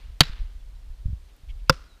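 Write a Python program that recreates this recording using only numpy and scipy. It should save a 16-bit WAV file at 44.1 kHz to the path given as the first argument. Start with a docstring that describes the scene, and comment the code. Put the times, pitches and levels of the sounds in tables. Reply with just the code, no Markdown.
"""Two hatchet chops in a forest, close to a small camera. Wind rumbles on the microphone throughout.
At 0.2 s the first blow cracks brightly through a stick and overloads the camera; the steel rings
and trunks scatter the sound back. Far birds chirp, and eddies buffet the microphone, hardest near 1.1 s.
From 1.3 s a sleeve swishes on the swing. At 1.7 s the second blow bites into the stump and overloads
the camera again; one more bird calls over its echo."""
import sys
import numpy as np
from scipy import signal
from scipy.fft import rfft, irfft
from scipy.io import wavfile

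SR = 44100
rng = np.random.default_rng(int(sys.argv[2]) if len(sys.argv) > 2 else 0)


def transcribe(signal):
    """Save signal, clipped to [-1, 1], as a 16-bit WAV file at the path in sys.argv[1]."""
    frames = np.atleast_2d(signal).T
    limited = np.clip(frames, -1, 1)
    pcm = np.round(limited * 32767).astype(np.int16)
    wavfile.write(sys.argv[1], SR, pcm)


N = 88200


def undb(db):
    """Decibels to gain."""
    return 10 ** (np.asarray(db) / 20)


def since(start_s):
    """Seconds since start_s, zero before it."""
    return np.maximum(np.arange(N) / SR - start_s, 0)


def fade(t, t60_s):
    """Exponential decay that begins when t leaves zero."""
    return (t > 0) * np.exp(-np.log(1000) * t / t60_s)


def swell(start_s, length_s):
    """Half-sine rise and fall."""
    return np.sin(np.pi * np.minimum(since(start_s) / length_s, 1))


def noise(spectrum):
    """Unit-power noise shaped by (frequency [Hz], relative level [dB]) points."""
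    hz, db = np.array(spectrum).T
    bins_hz = np.maximum(np.fft.rfftfreq(N, 1 / SR), 1)
    gain = undb(np.interp(np.log(bins_hz), np.log(hz), db))
    shaped = irfft(rfft(rng.standard_normal(N)) * gain, N)
    return shaped / shaped.std()


def ring(start_s, modes, lag_rad=0):
    """Damped modes struck together; a phase lag from each to the next spreads the attack."""
    t = since(start_s)
    return sum(undb(db) * np.sin(2 * np.pi * hz * t - k * lag_rad) * fade(t, t60_s)
               for k, (hz, db, t60_s) in enumerate(modes))


# Blows: (time [s], crack level [dB], crack t60 [s], snap level [dB], wood gain [dB],
# thump gain [dB], echo gain [dB])
BLOWS = [(.2061, 0, .018, -8, 7, -3, -35), (1.696, -10, .018, -16, 6, -6, -42)]
# First instant of the split, then breaking fibres: (frequency [Hz], relative level [dB])
SNAP_SPECTRUM = [(1000, -8.5), (3000, 3), (5000, 2), (6500, -6.5), (9000, -6), (13000, -7.5),
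                 (15000, -15.5)]
CRACK_SPECTRUM = [(150, -2.5), (450, -1), (1400, 1.5), (2700, 2.5), (4500, -1.5), (6200, -15.5),
                  (9000, -22.5), (15000, -26.5)]
# Split stick, struck stump, stump on the ground: (frequency [Hz], relative level [dB], t60 [s])
STICK_MODES = [(740, -19, .03), (930, -23, .022), (1315, -13, .018), (2000, -20, .02), (2640, -15, .026),
               (2950, -14, .02), (3240, -9, .018), (3780, -4, .014), (4130, -9, .017), (4540, -5, .02),
               (6130, -18, .013), (7010, -21, .016), (11250, -25, .018)]
STUMP_MODES = [(522, -15, .055), (760, -18, .016), (920, -18, .022), (1045, -21, .042), (1260, -8, .016),
               (1410, -8, .021), (1560, -16, .02), (2010, -23, .026), (2640, -23, .024), (3530, -18, .026),
               (4750, -14, .016), (5080, -9, .017), (5580, -16, .018)]
THUMP_MODES = [(45.25, -24.5, 0.2), (105, -7, 0.026), (149, -6, 0.069), (238, -11.5, 0.035),
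               (320.5, -16, 0.019)]
SNAP_LENGTH_S, BITE_RISE_S, THUMP_LAG_S = .0033, .0007, .0028


def chop(blow, wood_modes, echo_spectrum):
    """One blow snaps and cracks fibres, rings the wood and thumps the stump; the forest answers."""
    start_s, crack_db, crack_t60_s, snap_db, wood_db, thump_db, echo_db = blow
    t = since(start_s)
    bite = 1 - np.exp(-t / BITE_RISE_S)
    snap = undb(snap_db) * noise(SNAP_SPECTRUM) * swell(start_s, SNAP_LENGTH_S)
    crack = undb(crack_db) * noise(CRACK_SPECTRUM) * fade(t, crack_t60_s)
    wood = undb(wood_db) * ring(start_s, wood_modes, lag_rad=np.pi / 2)
    thump = -undb(thump_db) * ring(start_s + THUMP_LAG_S, THUMP_MODES)
    echo = undb(echo_db) * forest(start_s, echo_spectrum)
    return snap + bite * (crack + wood) + thump + echo


# Late fibre breaks: (time [s], level [dB], t60 [s])
SPLINTERS = [(0.2138, -13, 0.022), (0.2194, -24, 0.0099), (1.7014, -14, 0.016)]


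def splinters():
    """Fibres give way in short cracks as the blade drives on."""
    envelope = sum(undb(db) * fade(since(start_s), t60_s) for start_s, db, t60_s in SPLINTERS)
    return noise(CRACK_SPECTRUM) * envelope


# Steel blade: (frequency [Hz], level [dB], t60 [s])
BLADE_MODES = [(3935, -29, .16), (7010, -52, .24), (11350, -60, .14)]


def blade():
    """The steel rings on after the first blow only."""
    return ring(start_s=BLOWS[0][0], modes=BLADE_MODES)


# Forest echo, one spectrum per blow: (frequency [Hz], relative level [dB])
ECHO_SPECTRA = [
    [(120, 3.5), (300, -5), (600, -8), (1000, -7), (1500, -0.5), (2400, -2.5), (4000, 0), (4900, -5),
     (6000, -13.5), (7200, -17), (9000, -25.5), (14000, -30.5)],
    [(120, -2), (300, -3), (400, -5), (530, -1), (780, -12), (1100, -1), (1420, 5), (1850, -9.5),
     (2400, -8), (4000, -9.5), (5100, -4.5), (6200, -14.5), (14000, -31.5)],
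]
ECHO_DELAY_S, ECHO_RISE_S, TRUNK_SCATTER_DB = .022, .003, 2.5
GROUND_DB, GROUND_T60_S = -2, .056
NEAR_DB, NEAR_T60_S = -5, .079
FAR_DB, FAR_T60_S, TREBLE_T60_S, TREBLE_HZ = -6.5, .76, .48, 3780


def forest(start_s, spectrum):
    """Scatter from the ground, returns from near trunks, then a long tail that loses its treble first."""
    t = since(start_s + ECHO_DELAY_S)
    scatter = noise(spectrum)
    scatter *= undb(TRUNK_SCATTER_DB * noise([(100, -1), (300, -5.5), (900, -68)]))  # level flutter
    low = signal.sosfiltfilt(signal.butter(2, TREBLE_HZ, fs=SR, output="sos"), scatter)
    treble = scatter - low
    ground = undb(GROUND_DB) * scatter * fade(since(start_s), GROUND_T60_S)
    near = undb(NEAR_DB) * scatter * fade(t, NEAR_T60_S)
    far = undb(FAR_DB) * (low * fade(t, FAR_T60_S) + treble * fade(t, TREBLE_T60_S))
    rise = 1 - np.exp(-t / ECHO_RISE_S)
    return ground + (near + far) * rise


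# Wind rumble: (frequency [Hz], relative level [dB])
WIND_SPECTRUM = [(12, -14.5), (25, 3.5), (40, 3), (60, -2.5), (85, -18), (125, -27), (200, -50), (400, -74)]
# Gusts: (time [s], level [dB])
GUSTS = [(0.0, -53), (0.05, -33.5), (0.12, -34), (0.22, -49.5), (0.24, -33), (0.39, -38), (0.42, -25),
         (0.48, -41), (1.04, -37), (1.06, -29.5), (1.38, -54.5), (1.5, -30.5), (1.66, -39), (1.7, -36),
         (1.77, -44.5), (2.0, -58)]
# Eddies: (time [s], relative level [dB], frequency [Hz])
EDDIES = [(0.295, -20.5, 33.7), (0.41, -31, 42.3), (0.9, -33, 36), (1.056, -11.5, 47), (1.081, -21.5, 82),
          (1.099, -20, 57.3), (1.129, -17.5, 56.6), (1.433, -33, 39), (1.487, -38.5, 43)]
EDDY_T60_S, EDDY_RISE_S = .052, .0035


def wind():
    """A gusting rumble with single eddies that thud on the microphone."""
    gust_db = np.interp(since(0), *np.array(GUSTS).T)
    out = noise(WIND_SPECTRUM) * undb(gust_db)
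    for start_s, db, hz in EDDIES:
        t = since(start_s)
        rise = 1 - np.exp(-(t / EDDY_RISE_S) ** 2)
        out += 2 * undb(db) * np.sin(2 * np.pi * hz * t) * fade(t, EDDY_T60_S) * rise
    return out


# Sleeve strokes: (centre time [s], length [s], level [dB])
SWISHES = [(1.298, 0.043, -68.5), (1.502, 0.04, -55.5), (1.6, 0.033, -66), (1.686, 0.033, -60)]
# Cloth friction: (frequency [Hz], relative level [dB])
CLOTH_SPECTRUM = [(800, -30), (1850, -20), (2150, 0), (3300, -1), (3800, -12), (6000, -21), (12000, -36)]


def sleeve():
    """Cloth brushes as the arm swings."""
    envelope = sum(undb(db) * swell(centre_s - length_s / 2, length_s)
                   for centre_s, length_s, db in SWISHES)
    return noise(CLOTH_SPECTRUM) * envelope


# Bird notes: (time [s], length [s], start pitch [Hz], middle pitch [Hz], end pitch [Hz], level [dB])
CHIRPS = [(.38, 0.056, 5500, 5620, 4840, -71), (0.591, 0.028, 3350, 3470, 3230, -65.5),
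          (0.75, 0.022, 3750, 3970, 3970, -67), (1.868, 0.11, 4450, 3880, 3880, -63)]


def birds():
    """Distant whistles, each gliding through three pitches."""
    out = np.zeros(N)
    for start_s, length_s, *pitches_hz, db in CHIRPS:
        glide = np.polyfit([0, .5, 1], pitches_hz, 2)
        hz = np.polyval(glide, np.minimum(since(start_s) / length_s, 1))
        out += undb(db) * swell(start_s, length_s) * np.sin(2 * np.pi * np.cumsum(hz) / SR)
    return out


# Still air and a tick: (frequency [Hz], relative level [dB])
AIR_SPECTRUM = [(120, -2), (200, -4.5), (300, -7), (600, -10), (1200, -13), (2200, -15), (4000, -15),
                (6500, -21), (10000, -25), (15000, -28)]
TICK_SPECTRUM = [(6000, -32), (11000, 1), (13500, 4), (15000, -14)]
AIR_DB, TICK_DB = -62.5, -65
EARLIER_ECHO_DB, EARLIER_ECHO_T60_S = -59, .9
WHINE_HZ, WHINE_DB = 8794, -82


def background():
    """Still air, the dying echo of an earlier blow, the camera's thin whine and one tiny tick."""
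    t = since(0)
    air = undb(AIR_DB) * noise(AIR_SPECTRUM)
    echo = undb(EARLIER_ECHO_DB) * noise(CRACK_SPECTRUM) * fade(t, EARLIER_ECHO_T60_S)
    whine = undb(WHINE_DB) * np.sin(2 * np.pi * WHINE_HZ * t)
    tick = undb(TICK_DB) * noise(TICK_SPECTRUM) * swell(start_s=1.361, length_s=.008)
    return air + echo + whine + tick


def scene():
    """Mono sum at the microphone."""
    stick_chop = chop(BLOWS[0], STICK_MODES, ECHO_SPECTRA[0])
    stump_chop = chop(BLOWS[1], STUMP_MODES, ECHO_SPECTRA[1])
    hatchet = stick_chop + stump_chop + splinters() + blade()
    return (hatchet + wind() + sleeve() + birds() + background())[None]


CEILING, KNEE_ORDER, LOWPASS_HZ = .98, 10, 15100


def record(dry):
    """The camera flattens the loudest peaks and cuts the top treble."""
    clipped = dry / (1 + np.abs(dry / CEILING) ** KNEE_ORDER) ** (1 / KNEE_ORDER)
    lowpass = signal.ellip(8, .2, 70, LOWPASS_HZ, fs=SR, output="sos")
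    return signal.sosfilt(lowpass, clipped)


dry = scene()
out = record(dry)
transcribe(out)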